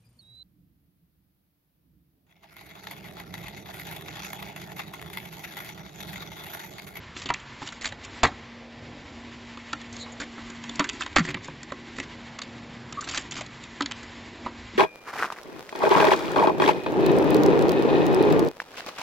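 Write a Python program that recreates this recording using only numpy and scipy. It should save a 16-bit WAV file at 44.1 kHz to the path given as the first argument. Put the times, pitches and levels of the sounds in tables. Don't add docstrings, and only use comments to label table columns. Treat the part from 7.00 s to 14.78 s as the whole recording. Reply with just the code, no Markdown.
import sys
import numpy as np
from scipy import signal
from scipy.fft import rfft, irfft, next_fast_len
from scipy.io import wavfile
from scipy.ndimage import uniform_filter1d

SR = 44100
rng = np.random.default_rng(int(sys.argv[2]) if len(sys.argv) > 2 else 0)


def transcribe(signal):
    frames = np.atleast_2d(signal).T
    limited = np.clip(frames, -1, 1)
    pcm = np.round(limited * 32767).astype(np.int16)
    wavfile.write(sys.argv[1], SR, pcm)


def rack_gain(trim_db):
    fader = np.asarray(trim_db, float)
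    return 10 ** (fader / 20)


N = 342965


def noise():
    return rng.standard_normal(N)


def unit(x):
    return x / np.sqrt(np.mean(x ** 2))


def band(x, lo_hz, hi_hz, order=2):
    return signal.sosfilt(signal.butter(order, [lo_hz, hi_hz], "band", fs=SR, output="sos"), x)


def walk(rate):
    hold = int(SR / rate)
    levels = np.repeat(rng.standard_normal(N // hold + 1), hold)
    return 1.514 * uniform_filter1d(uniform_filter1d(levels, hold), hold)[:N]


def curve(table):
    s, value = np.transpose(table)
    return np.interp(np.arange(N) / SR, s, value)


def add(out, x, s):
    i = int(s * SR)
    out[i:i + len(x)] += x[:N - i]


def decay(t, t60):
    return np.exp(-np.log(1000) * t / t60)


def ring(push, hz, gain, t60):
    t = np.arange(len(push)) / SR
    waves = np.sin(2 * np.pi * hz[:, None] * t) * decay(t, t60[:, None])
    y = signal.fftconvolve(push, (gain / np.sqrt(t60)) @ waves)[:len(push)]
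    return y / np.abs(y).max()


def crowd(response, count):
    hz, db = np.transpose(response)
    place = (np.arange(count) + rng.random(count)) / count
    spread = hz[0] + (hz[-1] - hz[0]) * place
    return spread, rack_gain(np.interp(spread, hz, db)) * (-1) ** np.arange(count)


def room_hiss():
    # frequency in Hz, level in dB per Hz.
    room = [(15, -46.5), (25, -21), (64, -8.5), (133, -7.5), (162, -13), (232, -12.5), (262, -9.5),
            (360, -12), (426, -17), (726, -20.5), (1430, -24.5), (1700, -21), (2060, -23), (7090, -48.5),
            (8200, -46.5), (10700, -82.5), (18000, -120)]
    f = np.arange(N // 2 + 1) * SR / N + 1e-3
    hz, db = np.transpose(room)
    spectrum = rfft(noise()) * rack_gain(np.interp(np.log(f), np.log(hz), db))
    edges_hz = [0, 110, 220, 440, 880, 1760, 3520, SR]
    hiss = np.zeros(N)
    for lo, hi in zip(edges_hz, edges_hz[1:]):
        hiss += rack_gain(1.95 * walk(5)) * irfft(spectrum * (f >= lo) * (f < hi), N)
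    return rack_gain(-46.5) * unit(hiss)


def fan_hum():
    # time in seconds, level in dB.
    hum = [(0, -59), (.5, -58.5), (1.2, -53.5), (1.7, -50), (2.6, -49), (3.0, -46), (3.7, -45.5),
           (4.1, -55.5), (4.5, -55.5), (4.8, -50.5), (5.9, -47), (6.1, -57), (6.55, -54), (6.8, -50.5),
           (7.3, -48.5), (7.78, -51.5)]
    hum_hz = 234.6 + 1.2 * walk(8.1)
    level = np.sqrt(2) * rack_gain(curve(hum) + 1.3 * walk(12))
    return level * np.sin(2 * np.pi * np.cumsum(hum_hz) / SR)


def echo(x):
    t = np.arange(int(.3 * SR)) / SR
    tail = band(rng.standard_normal(len(t)), 180, 3500, order=1) * decay(t, 0.11) * (t > .004)
    return rack_gain(-17.5) * signal.fftconvolve(x, tail / np.sqrt(np.sum(tail ** 2)))[:N]


def rustle():
    # time in seconds, effort in dB.
    effort = [(0, -0.5), (.2, -1), (.7, 2), (.86, -2.5), (1.19, 2.5), (1.5, -2.5), (2.4, 0.5), (2.75, 1.5),
              (3.05, 0.5), (3.6, 3.5), (3.9, 4), (4.3, -1), (5.02, 0), (5.87, 0), (6.11, 3.5), (6.37, 0.5),
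              (6.73, 2.5), (7.45, 1)]
    effort_db = curve(effort)
    fur_db, scuff_db = -46.5 + 0.51 * effort_db, -52.5 + effort_db
    fur_floor_db, scuff_floor_db = -50.0, -55
    hit = rng.random(N) < 900 / SR
    hit_db = np.minimum(3 * rng.exponential(size=N), 9)
    grains = noise() * (1 + 0.62 * hit * rack_gain(hit_db)) * rack_gain(1.2 * walk(40))
    fur = band(grains, 740, 4090) + 0.46 * band(grains, 1750, 2370) + 0.65 * band(grains, 925, 1196)
    scuff = band(grains, 2100, 13750) + 0.43 * band(grains, 6480, 6890)

    def above(db, floor_db):
        return np.sqrt(np.maximum(rack_gain(2 * db) - rack_gain(2 * floor_db), 0))

    return above(fur_db, fur_floor_db) * unit(fur) + above(scuff_db, scuff_floor_db) * unit(scuff)


def whistles():
    # start in seconds, length in seconds, centre in Hz, width in Hz, level in dB.
    breaths = [
        (2.978, 0.085, 4040, 530, -42.5),
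        (3.115, 0.026, 6950, 600, -49.5),
        (2.982, 0.061, 7100, 900, -47.5),
        (5.971, 0.031, 1180, 100, -29),
        (6.019, 0.016, 1380, 180, -36),
    ]
    out = np.zeros(N)
    for s, length, hz, width_hz, db in breaths:
        k = int(length * SR)
        hiss = band(rng.standard_normal(SR // 4), hz - width_hz / 2, hz + width_hz / 2)[-k:]
        add(out, rack_gain(db) * unit(hiss) * np.sin(np.linspace(0, np.pi, k)), s)
    return out


def rasps():
    # start in seconds, length in seconds, level in dB.
    drags = [(0.149, 0.1, -40.5), (0.603, 0.084, -46), (0.809, .075, -38), (1.034, 0.023, -40.5),
             (2.923, 0.11, -51), (3.205, 0.055, -48), (3.995, 0.026, -40.5), (4.218, 0.085, -44),
             (4.955, 0.093, -46), (5.997, .07, -49), (6.066, 0.144, -38.5), (0.663, 0.13, -57),
             (1.236, 0.048, -39), (4.17, .03, -35), (4.42, 0.057, -47.5), (6.31, 0.11, -41.5)]
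    grit = (rng.random(N) < 4000 / SR) * noise() * rack_gain(2.2 * walk(150))
    grit = unit(band(grit, 1700, 5900, order=1) + 0.16 * band(grit, 5800, 7800))
    level = np.zeros(N)
    for s, length, db in drags:
        add(level, rack_gain(db) * np.sin(np.linspace(0, np.pi, int(length * SR))) ** .5, s)
    return grit * level


def bumps():
    # start in seconds, peak in dB, pitch in Hz, 60 dB decay in seconds.
    thuds = [(1.236, -16.5, 81, 0.14), (1.254, -28, 136, 0.098), (4.168, -29, 69.4, 0.12),
             (4.186, -15, 210, 0.054), (4.202, -16.5, 159.4, 0.16), (4.212, -26, 130, 0.08),
             (4.289, -28.5, 127, 0.17), (4.329, -35, 102, 0.32), (3.8, -29, 172, 0.097),
             (4.235, -35, 200, 0.06), (4.35, -31.5, 170, 0.13), (1.262, -32, 70, .1),
             (3.801, -22, 276, 0.091), (4.48, -38, 142, 0.35), (7.735, -35.5, 306, 0.097),
             (7.752, -29.5, 199, 0.13), (0.3, -27, 285, 0.04), (.302, -16, 750, 0.035),
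             (.618, -33.5, 836, 0.055), (1.239, -23, 436, 0.076), (1.236, -18.5, 612, 0.044),
             (2.732, -31.5, 287, 0.11), (3.797, -20, 620, 0.047), (4.163, -17, 292, 0.061),
             (4.484, -40, 513, 0.067), (4.720, -23.5, 543, 0.029), (6.808, -23, 275.4, 0.17),
             (7.462, -27.5, 770, 0.03)]
    out, t = np.zeros(N), np.arange(int(.3 * SR)) / SR
    for s, db, hz, t60 in thuds:
        phase = 2 * np.pi * (hz * t + .5 * (1 - np.exp(-t / 0.02)))
        onset = 1 - np.exp(-t * hz / 0.31)
        add(out, rack_gain(db) * np.sin(phase) * onset * decay(t, t60), s)
    return out


def skid(skid_ms):
    t = np.arange(int(.06 * SR)) / SR
    hit = rng.random(len(t)) < 5000 / SR
    sign = np.sign(rng.random(len(t)) - .5)
    impacts = hit * sign * rack_gain(-3 * np.log(rng.random(len(t)) + 1e-9))
    impacts[0] = 4.4
    return impacts * np.exp(-t / (skid_ms / 1000))


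def shell_ring(push, hz, treble_db, lone):
    # frequency in Hz, level in dB.
    shell = [(500, -10), (800, -11), (1100, -2.5), (1500, -3), (2000, 0.5), (2800, 0), (3600, 5),
             (4600, -1)]
    wall_hz, wall = crowd(shell, 26)
    octaves = np.log2(wall_hz / hz)
    off_pitch = np.log(wall_hz / hz)
    wall = wall * (.6 + 1 / (1 + (off_pitch / .18) ** 2)) * rack_gain(3.0 * rng.random(26))
    wall = wall * rack_gain(0.34 * min(treble_db + 1.5, 0) * np.maximum(octaves, 0))
    if lone:
        wall = np.abs(wall) * (.25 + 1 / (1 + (off_pitch / .22) ** 2))
    return ring(push, wall_hz, wall, 0.022 * (1000 / wall_hz) ** 0.69)


def tick_ring(push):
    # frequency in Hz, level in dB.
    tick_response = [(4300, -1), (5000, -4), (6000, -3), (7050, 3.5), (7600, -3), (8300, -0.5)]
    rib_hz, rib = crowd(tick_response, 14)
    return ring(push, rib_hz, rib, np.full(14, 0.0086))


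def air_boom():
    # frequency in Hz, level in dB, 60 dB decay in seconds.
    hollow = [(232, -19, 0.049), (291.4, 5.5, 0.12), (371, 2.5, 0.11), (433, -11.5, 0.047),
              (504.5, 0.5, 0.042), (670, -6, 0.061), (810, -11, 0.075)]
    hz, db, t60 = np.transpose(hollow)
    shove = np.exp(-((np.arange(4400) / SR - .001) / 0.00031) ** 2)
    detune = 1 + 0.1 * (rng.random(len(hz)) - .5)
    return ring(shove, hz * detune, rack_gain(db + 2 * rng.random(len(hz))), t60)


def contacts():
    # start in seconds, peak in dB, loudest shell pitch in Hz, treble in dB re peak.
    taps = [(.219, -28.5, 2290, -8), (.289, -20, 2700, -12), (.302, -12.5, 910, -24),
            (.341, -20, 2670, -14), (.687, -27, 3500, -12), (.843, -21, 2020, -10), (.922, -26.5, 716, -14),
            (1.232, -10.5, 1000, -16.5), (2.73, -17, 1400, -9), (2.814, -33.5, 3660, -7),
            (3.638, -29.5, 910, -3), (3.89, -20.5, 2840, -3), (3.895, -22.5, 2760, -6),
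            (4.033, -26, 1700, -6), (4.062, -21.5, 1200, -9.5), (4.162, -5, 1050, -15),
            (4.194, -15.5, 1850, -17), (4.63, -33.5, 1920, 2.5), (5.924, -29.5, 1300, -1),
            (6.024, -38, 1170, -7), (6.088, -28.5, 3030, 1.5), (6.121, -30, 2750, -2),
            (6.136, -26, 1290, -9), (6.462, -35.5, 4000, -4), (.399, -38, 3000, -6),
            (6.637, -33.5, 3730, -3), (6.807, -13.5, 1194, -12.5), (6.821, -20, 4050, -6),
            (6.859, -21, 4200, -3.5), (6.911, -20, 2850, -7)]
    skids = [(.817, -32.5, 2000, -7), (.673, -29, 3040, -3.5), (.722, -31, 1500, -7),
             (.854, -19, 3900, -7.5), (.866, -30, 3620, -7), (.887, -31, 3000, -5), (1.048, -33, 2510, 0),
             (1.253, -19, 2300, -18), (4.073, -37, 1070, -7), (3.843, -21, 1620, -15),
             (3.931, -33.5, 1840, -1), (4.007, -18, 1380, -12.5), (4.019, -19, 2470, -10),
             (4.304, -28, 2000, -14.5), (4.445, -34, 2000, -3), (5.388, -24, 1130, -4.5),
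             (5.417, -23.5, 4340, -4.5), (6.008, -35.5, 2920, 8), (6.042, -29, 3950, 0),
             (6.073, -29, 1340, -8), (6.096, -25.5, 1290, -4), (6.111, -30, 4090, 1),
             (6.145, -22.5, 1280, -4), (6.158, -32, 2400, -3), (6.177, -20, 1600, -3),
             (6.194, -36, 3560, 6), (6.31, -33.5, 2340, 4.5), (6.319, -27, 3060, -5),
             (6.365, -26, 2350, -9), (6.409, -23, 686, -4)]
    steps = [(.165, -28, 2960, -19), (.618, -28, 840, -20), (.625, -25.5, 920, -17), (1.236, -7, 720, -17),
             (1.358, -42, 2330, -22), (3.693, -26, 3580, -4), (3.756, -37, 2850, 8),
             (3.794, -13.5, 1090, -9.5), (4.168, -8.5, 1900, -19), (4.25, -21.5, 1880, -12),
             (4.31, -30, 2480, -2), (4.343, -18, 2100, -15), (4.37, -30, 1190, -27),
             (4.483, -25.5, 1070, -36), (4.703, -32.5, 1950, -42), (4.72, -21, 1120, -17.5),
             (4.965, -33.5, 1820, -7), (4.984, -22, 2000, -14), (4.999, -19.5, 2010, -6),
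             (6.355, -30, 2490, -4), (2.965, -33.5, 4150, 1), (4.128, -38, 2340, -8), (4.477, -42, 3000, 3),
             (1.519, -42, 1880, -21), (2.572, -32, 1080, -13), (5.433, -39, 3000, 0),
             (4.455, -36, 3040, -3)]
    slides = [(.257, -25, 2980, -8), (1.241, -9, 2000, -17), (1.266, -26, 3800, -14), (1.28, -30, 764, -32),
              (1.317, -36, 1300, -20), (2.926, -40, 3710, 6), (3.061, -36, 1100, -33), (3.2, -24, 1520, -5),
              (3.215, -24.5, 1670, -12), (3.229, -31, 2100, -14), (3.379, -30.5, 1180, -28),
              (3.499, -33.5, 1700, -2), (3.8, -14, 1210, -22), (4.182, -14, 1300, -9),
              (4.203, -21.5, 1500, -21), (4.275, -27, 1890, -20), (4.286, -22, 2460, -15),
              (5.029, -33, 1960, -12), (6.382, -30, 1260, -15), (7.029, -34.5, 1680, -3.5),
              (7.461, -21, 1060, -33), (7.452, -34, 2500, -22)]
    flicks = [(.166, -33, 2900, -10), (.2955, -22, 2400, -19), (.3033, -19, 2500, -21),
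              (.3055, -14.5, 1010, -27), (.3095, -17.5, 900, -25), (.3393, -20, 4000, -2.5),
              (.346, -29, 2600, -10), (.812, -30, 4000, -5), (.835, -25, 1500, -4), (.8445, -25, 1950, -7),
              (.8475, -27, 1950, -10), (.8568, -16.5, 2200, -5), (.8648, -19, 2300, -6),
              (.8695, -26, 2000, -3), (.875, -23, 2500, -3), (1.2323, -12.5, 2500, -8),
              (1.2338, -2.5, 1250, -19), (1.235, -5, 1000, -14), (1.238, -7, 950, -21),
              (1.2445, -14, 1700, -15), (1.2511, -3, 1350, -28), (1.2547, -5, 1800, -22),
              (1.2595, -18, 1300, -15), (3.7945, -11.5, 2480, -6.5), (3.8425, -18.5, 2600, -9),
              (4.1607, -10.5, 2000, -7), (4.1643, -6.5, 1100, -17), (4.1658, -8.5, 1900, -17),
              (4.1708, -2.5, 2800, -18), (4.1745, -8, 1700, -13), (4.1848, -8, 1800, -16),
              (4.1965, -18.5, 1900, -11), (4.2545, -24, 1900, -9), (4.2955, -30, 1500, -7),
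              (4.304, -25, 2000, -10), (5.3875, -28, 2000, -3), (6.081, -32, 1100, -9),
              (6.0945, -25, 3000, -1.5), (6.1455, -28, 2000, -4), (6.1655, -27, 1200, -6),
              (6.172, -27, 2000, 0), (6.1755, -11.5, 3000, -12), (6.179, -18.5, 3400, -12),
              (6.211, -32, 3000, 0), (6.221, -34, 3000, -2), (6.3275, -31, 1300, -2),
              (6.343, -31, 2300, -2), (6.373, -30, 1300, -6), (6.381, -29, 3800, -8),
              (6.4175, -30, 1100, -6)]
    # its rows, air boom in dB re peak, skid length in ms
    kinds = [(taps, -23, 3), (skids, -28, 6.4), (steps, -9.5, 2.7), (slides, -7, 9.3), (flicks, -25.5, 0.5)]
    out = np.zeros(N)
    for rows, boom_db, skid_ms in kinds:
        for s, db, hz, treble_db in rows:
            push = skid(skid_ms)
            y = shell_ring(push, hz, treble_db, lone=skid_ms < 1.2)
            y += rack_gain(treble_db + 1.5) * tick_ring(push)
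            add(out, rack_gain(db) * y, s)
            hollow_db = boom_db - 0.2 * (db + 27)
            add(out, rack_gain(db + hollow_db + 3.5) * air_boom(), s)
    return out


def scene():
    ball = contacts() + bumps() + whistles() + rustle() + rasps()
    mid = ball + echo(ball) + room_hiss() + fan_hum()
    uneven = band(mid, 1000, 8300) + .6 * band(mid, 5500, 8300) + 0.52 * band(mid, 380, 560)
    skew = np.imag(signal.hilbert(uneven, next_fast_len(N))[:N])
    side = -.26 * band(mid, 1100, 2800, order=1) + 0.18 * walk(72) * skew
    return np.array([mid + side, mid - side])


def thrift(x):
    # frequency in Hz, share of frames that keep left-right difference, share of frames emptied.
    savings = [(253, .03, 0.00056), (454, 0.78, 0.0064), (790, 0.061, 0.0045), (1300, 0.3, 0.0077),
               (2000, .36, 0.016), (2580, .06, 0.0036), (4200, 0.026, 0.0089), (5800, 0.011, 0.043),
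               (7900, .01, 0.032)]
    f, _, z = signal.stft(np.array([x[0] + x[1], x[0] - x[1]]) / 2, SR, nperseg=1024)
    hz, stereo, empty = np.transpose(savings)
    strip = (22 * np.log(1 + f / 700)).astype(int)
    dice = rng.random((2, strip.max() + 1, z.shape[2] // 4 + 1))
    dice = np.repeat(dice, 4, axis=2)[:, strip, :z.shape[2]]
    bright = np.sum(np.abs(z[0, f > 1500]) ** 2, axis=0)
    attack = bright > rack_gain(11) * np.roll(bright, 2)
    starved = 0.58 + 14 * np.roll(uniform_filter1d(1. * attack, size=4), 2)
    keep_stereo = dice[0] < np.interp(f, hz, stereo)[:, None]
    z[1] *= keep_stereo | (attack & (f[:, None] > 750) & (dice[1] < .7))
    z[:, f > 7750] *= bright > rack_gain(3.0) * np.median(bright)
    speckle = rng.random(z.shape[1:]) < .12
    z *= (dice[1] > np.interp(f, hz, empty)[:, None] * starved) | attack | speckle
    mid, side = signal.istft(z, SR, nperseg=1024)[1][:, :N]
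    return np.array([mid + side, mid - side])


def starve(x):
    f, _, z = signal.stft(x, SR, nperseg=256)
    bright = np.sum(np.abs(z[:, f > 1500]) ** 2, axis=(0, 1))
    jump = 1. * (bright > rack_gain(16) * np.roll(bright, 4))
    near = uniform_filter1d(np.roll(jump, 3), size=15) > 1e-6
    strip = (f / 1100).astype(int)
    dice = rng.random((strip.max() + 1, z.shape[2] // 3 + 1))
    dice = np.repeat(dice, 3, axis=1)[strip, :z.shape[2]]
    quiet = bright < rack_gain(-8) * uniform_filter1d(bright, size=9)
    z *= 1 - 0.69 * ((dice < .45) & (f[:, None] > 4400) & near & quiet)
    return signal.istft(z, SR, nperseg=256)[1][:, :N]


def band_limit(x):
    return signal.sosfilt(signal.butter(12, 15700, fs=SR, output="sos"), x)


def record(dry):
    rounded = np.tanh(1.252 * dry) / 1.151
    low_pass = signal.ellip(8, .5, 85, 7627, fs=SR, output="sos")
    thinned = starve(thrift(signal.sosfilt(low_pass, rounded)))
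    glitch = rack_gain(-33.5) * (np.arange(N) == int(4.3098 * SR))
    return band_limit(thinned + glitch)


dry = scene()
out = record(dry)
transcribe(out)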